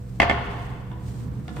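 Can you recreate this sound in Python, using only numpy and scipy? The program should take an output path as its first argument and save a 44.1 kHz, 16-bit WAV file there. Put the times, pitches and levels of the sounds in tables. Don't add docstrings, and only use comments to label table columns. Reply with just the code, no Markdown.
import sys
import numpy as np
from scipy import signal
from scipy.fft import rfft, irfft, next_fast_len
from scipy.io import wavfile
from scipy.ndimage import map_coordinates

SR = 44100
rng = np.random.default_rng(int(sys.argv[2]) if len(sys.argv) > 2 else 0)


def wav_record(signal):
    frames = np.transpose(np.atleast_2d(signal))
    bounded = np.clip(frames, -1, 1)
    quanta = np.round(bounded * 32767).astype(np.int16)
    wavfile.write(sys.argv[1], SR, quanta)


N = 70560

# f/Hz, likeness (1 = the same)
LIKENESS = [(60, 0.98), (350, 0.64), (520, 0.59), (900, 0.16), (2000, 0.1), (12000, 0.099)]
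# f/Hz, level/dB
DUCT_COLOUR = [(15, -19.5), (32, -24), (48, -1.5), (68, 2), (95, -7), (135, 1), (165, -14), (210, -12),
               (300, -19.5), (500, -25), (1000, -35), (2000, -41), (4000, -56), (8000, -63.5), (15000, -53)]
FAN_TONES = [(119.5, -37.5), (187, -47), (488, -56.5)]
# t/s, level/dB, crack and tick/dB, left over right/dB, tilt/(dB per octave)
SEAT_HITS = [(0.2001, -8.5, 0.5, 1, 0.77), (.2179, -15.5, 1, -1.5, 0.5), (0.2291, -17, 2.5, -1.5, -1),
             (0.2964, -11, -2, -0.5, -0.34), (0.3105, -19.5, 1.5, -1.5, -1.5)]
# f/Hz, level/dB, decay/s, left over right/dB
SEAT_TONES = [(244.5, -10, 0.059, 2.5), (307.7, -10.5, 0.042, -14.5), (553.4, -14, 0.1, 3),
              (686, -7.5, 0.073, 8), (761, -5, 0.054, -2), (850, -12.5, 0.036, -18.5),
              (940, -24, 0.055, -5), (1170, -14.5, 0.086, 10), (1472, -19, 0.089, 3), (1787, -8, 0.073, -3),
              (2119, -8, 0.073, -9.5), (2065, 2.5, 0.017, -3), (2160, -28, 0.065, -13),
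              (2630, -6, 0.019, 8.5), (3302, -18, 0.07, -13.5), (4860, -22, 0.028, 5)]
# f/Hz, level/dB
CRACK_COLOUR = [(60, -8), (260, -7.5), (390, -12), (560, -1), (720, 5), (1200, -5), (1550, -3.5),
                (1800, -3), (2120, 1.5), (2450, -4.5), (3200, -10), (3900, -19), (5000, -20.5), (7000, -33),
                (8500, -40.5), (15000, -49)]
TICK_COLOUR = [(2000, -12), (5000, 5), (8000, 14), (11500, -11), (14500, -2)]
# f/Hz, decay/s
STALL_DECAY = [(200, 0.16), (2000, 0.078), (10000, 0.13)]
ROOM_DECAY = [(100, 3.3), (400, 1.55), (1000, 1.68), (2000, 1.37), (4000, 1.44), (10000, 2.1)]
# f/Hz, level/dB
STALL_COLOUR = [(200, -5), (400, -13.5), (700, 0.5), (1100, -1), (2000, 2.5), (3200, 1.5), (8000, 3.5)]
ROOM_COLOUR = [(80, 7.5), (250, -15.5), (410, 12.5), (540, -7), (680, -11), (950, 4), (1300, 1.5),
               (2100, -6.5), (2600, -5.5), (3200, -3), (8000, -12)]
# f/Hz, level/dB, decay/s
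FLOOR_TONES = [(72.1, -14.5, 0.4), (132, -28, 0.6)]
ROOM_TONES = [(404.2, -33, 1.55), (489, -37.5, 1.52), (697.7, -32, 1.3), (740, -35, 0.67), (867, -37, 1.58)]
# t/s, level/dB
HISS_LEVELS = [(0, -60), (.45, -58.5), (.64, -55.5), (.8, -64), (1.0, -63.5), (1.07, -50.5), (1.13, -53),
               (1.2, -52.5), (1.3, -62.5), (1.42, -61.5), (1.6, -52.5)]
SWISH_LEVELS = [(0, -86), (.2, -39.5), (.9, -47), (1.08, -41.5), (1.23, -36.5), (1.35, -36.5), (1.5, -40),
                (1.6, -33)]
# f/Hz, level/dB
HISS_COLOUR = [(300, 3), (1000, 1.5), (2500, -5), (4200, -4.5), (6500, -6), (8500, -4), (11000, -17.5),
               (14500, -12)]
SWISH_COLOUR = [(20, -49), (60, -4), (130, 6), (210, 4), (330, -9), (600, -22), (1100, -22), (2500, -36),
                (8000, -52.5)]
# t/s, level/dB, tilt/(dB per octave), bump/dB, panel ring/dB
DOOR_KNOCKS = [(0.915, -35.5, -6, -9, -5), (1.4795, -33, 0, -28, -1.5), (1.49, -36.5, -1.5, 1, -6),
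               (1.563, -40, 6.5, -16, -19), (1.5672, -27.5, -4.5, 3.5, -10.5)]
# f/Hz, level/dB, decay/s
DOOR_TONES = [(324.3, -3.5, 0.275), (716.3, -5, 0.27), (982, -4, 0.087), (1075, -12, 0.1), (1469, -4, 0.07),
              (1726, -11, 0.13), (2820, -17.5, 0.1), (3460, -5.5, 0.014)]
# f/Hz, level/dB
TAP_COLOUR = [(100, -30), (400, -12), (900, 7), (1300, 3.5), (2100, 0), (2700, -2), (3800, -1.5),
              (5500, -15.5), (8500, -15), (11000, -33), (15000, -34)]

ATTACK_S, ROOM_GAP_S, BACKGROUND_PAN_DB = 0.0007, 0.014, -2


def amp(db):
    return 10 ** (np.asarray(db) / 20)


def pan(db):
    return amp(np.array([[db], [-db]]) / 2)


def along(points, hz):
    freqs, values = np.transpose(points)
    return np.interp(np.log(hz + 1), np.log(freqs + 1), values)


def since(s):
    return np.maximum(np.arange(N) / SR - s, 0)


def fade(t, decay_s, rise_s=ATTACK_S):
    return np.exp(-np.log(1000) * t / decay_s) * (1 - np.exp(-t / rise_s))


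def wobble(rate):
    return map_coordinates(rng.standard_normal(N // 100), [since(0) * rate])


def noise(colour, tilt_db=0):
    hz = np.fft.rfftfreq(N, 1 / SR)
    width = np.arccos(along(LIKENESS, hz)) / 2
    gain = amp(along(colour, hz) + tilt_db * np.log2(np.maximum(hz, 200)))
    white = rfft(rng.standard_normal((2, N)))
    mid, side = irfft(white * gain * [np.cos(width), np.sin(width)], N)
    stereo = np.array([mid + side, mid - side])
    return stereo / np.sqrt(np.mean(stereo ** 2) + 1e-20)


def ring(t, hz, db, decay_s, scatter_db=2.03):
    phase = np.arccos(along(LIKENESS, hz)) / 3 * np.array([[1], [-1]])
    gain = amp(db + scatter_db * rng.standard_normal())
    return gain * fade(t, decay_s) * np.sin(2 * np.pi * hz * t + phase)


def ventilation(rumble_db=-37, waver_db=1.5):
    hum = 0
    for hz, db in FAN_TONES:
        gain = amp(db + waver_db * wobble(8.05)) * np.sqrt(2)
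        drift = 0.35 * wobble(6.82)
        hum += gain * np.sin(2 * np.pi * hz * since(0) + drift)
    return pan(BACKGROUND_PAN_DB) * (amp(rumble_db) * noise(DUCT_COLOUR) + hum)


def seat_hit(s, db, crack_db, pan_db, tilt_db):
    t = since(s)
    tones = sum(pan(side_db) * ring(t, hz, level + tilt_db * np.log2(hz / 1000), decay_s)
                for hz, level, decay_s, side_db in SEAT_TONES)
    floor_echo = amp(-7) * fade(since(s + 0.00645), decay_s=0.011)
    burst = fade(t, decay_s=0.022) + floor_echo
    crack = amp(crack_db + 3.5) * burst * noise(CRACK_COLOUR, tilt_db)
    tick = amp(crack_db - 28.5) * fade(t, decay_s=0.027, rise_s=ATTACK_S / 2) * noise(TICK_COLOUR)
    echo = restroom(crack + amp(-12.5) * tones)
    return amp(db) * (pan(pan_db) * (tones + crack + tick) + echo)


def floor_thud():
    return sum(amp(db + level) * fade(since(s), decay_s, rise_s=0.012) * np.sin(2 * np.pi * hz * since(s))
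               for s, db, *_ in SEAT_HITS for hz, level, decay_s in FLOOR_TONES)


def wall_echo(decays, colour, gap_s, rise_s):
    hz, t, bands = signal.stft(noise([(20, 0), (20000, 0)]), SR, nperseg=256)
    decay_s = along(decays, hz)[:, None]
    gain = amp(along(colour, hz))[:, None] * np.sqrt(2 * np.log(1000) / (decay_s * SR))
    fading = bands * gain * np.exp(-np.log(1000) * t / decay_s)
    tail = signal.istft(fading, SR, nperseg=256)[1][:, :N]
    return tail * (1 - np.exp(-since(gap_s) / rise_s))


def restroom(sound, echo_db=3):
    stall = wall_echo(STALL_DECAY, STALL_COLOUR, gap_s=0.0098, rise_s=0.0012)
    room = wall_echo(ROOM_DECAY, ROOM_COLOUR, ROOM_GAP_S, rise_s=0.0027)
    mono = sound.mean(axis=0, keepdims=True)
    return amp(echo_db) * signal.fftconvolve(mono, stall + room, axes=1)[:, :N]


def standing_waves(waver_db=4):
    t = since(SEAT_HITS[0][0] + ROOM_GAP_S)
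    return sum(amp(waver_db * wobble(21.8)) * ring(t, *tone) for tone in ROOM_TONES)


def clothing():
    hiss_db = np.interp(since(0), *np.transpose(HISS_LEVELS)) + 1.6 * wobble(83.85)
    hiss = amp(hiss_db) * noise(HISS_COLOUR)
    swish_db = np.interp(since(0), *np.transpose(SWISH_LEVELS)) + wobble(40.06)
    return hiss + pan(BACKGROUND_PAN_DB) * amp(swish_db) * noise(SWISH_COLOUR)


def door_knock(s, db, tilt_db, bump_db, ring_db):
    t = since(s)
    tap = fade(t, decay_s=0.025) * noise(TAP_COLOUR, tilt_db)
    panel = amp(ring_db) * sum(ring(t, *tone) for tone in DOOR_TONES)
    bump = ring(t, hz=460, db=bump_db, decay_s=0.022)
    return amp(db) * (tap + bump + panel)


def scene():
    seat = sum(seat_hit(*hit) for hit in SEAT_HITS)
    door = sum(door_knock(*knock) for knock in DOOR_KNOCKS)
    boom = floor_thud() + standing_waves()
    return seat + boom + door + amp(-0.5) * restroom(door) + ventilation() + clothing()


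def record(dry, ceiling=0.95, low_hz=17, top_hz=15600):
    rounded = dry / (1 + np.abs(dry / ceiling) ** 8) ** (1 / 8)
    trimmed = signal.sosfilt(signal.butter(3, low_hz, "highpass", fs=SR, output="sos"), rounded)
    size = next_fast_len(N + SR // 2)
    below_top = np.fft.rfftfreq(size, 1 / SR) < top_hz
    return irfft(rfft(trimmed, size) * below_top, size)[:, :N]


dry = scene()
out = record(dry)
wav_record(out)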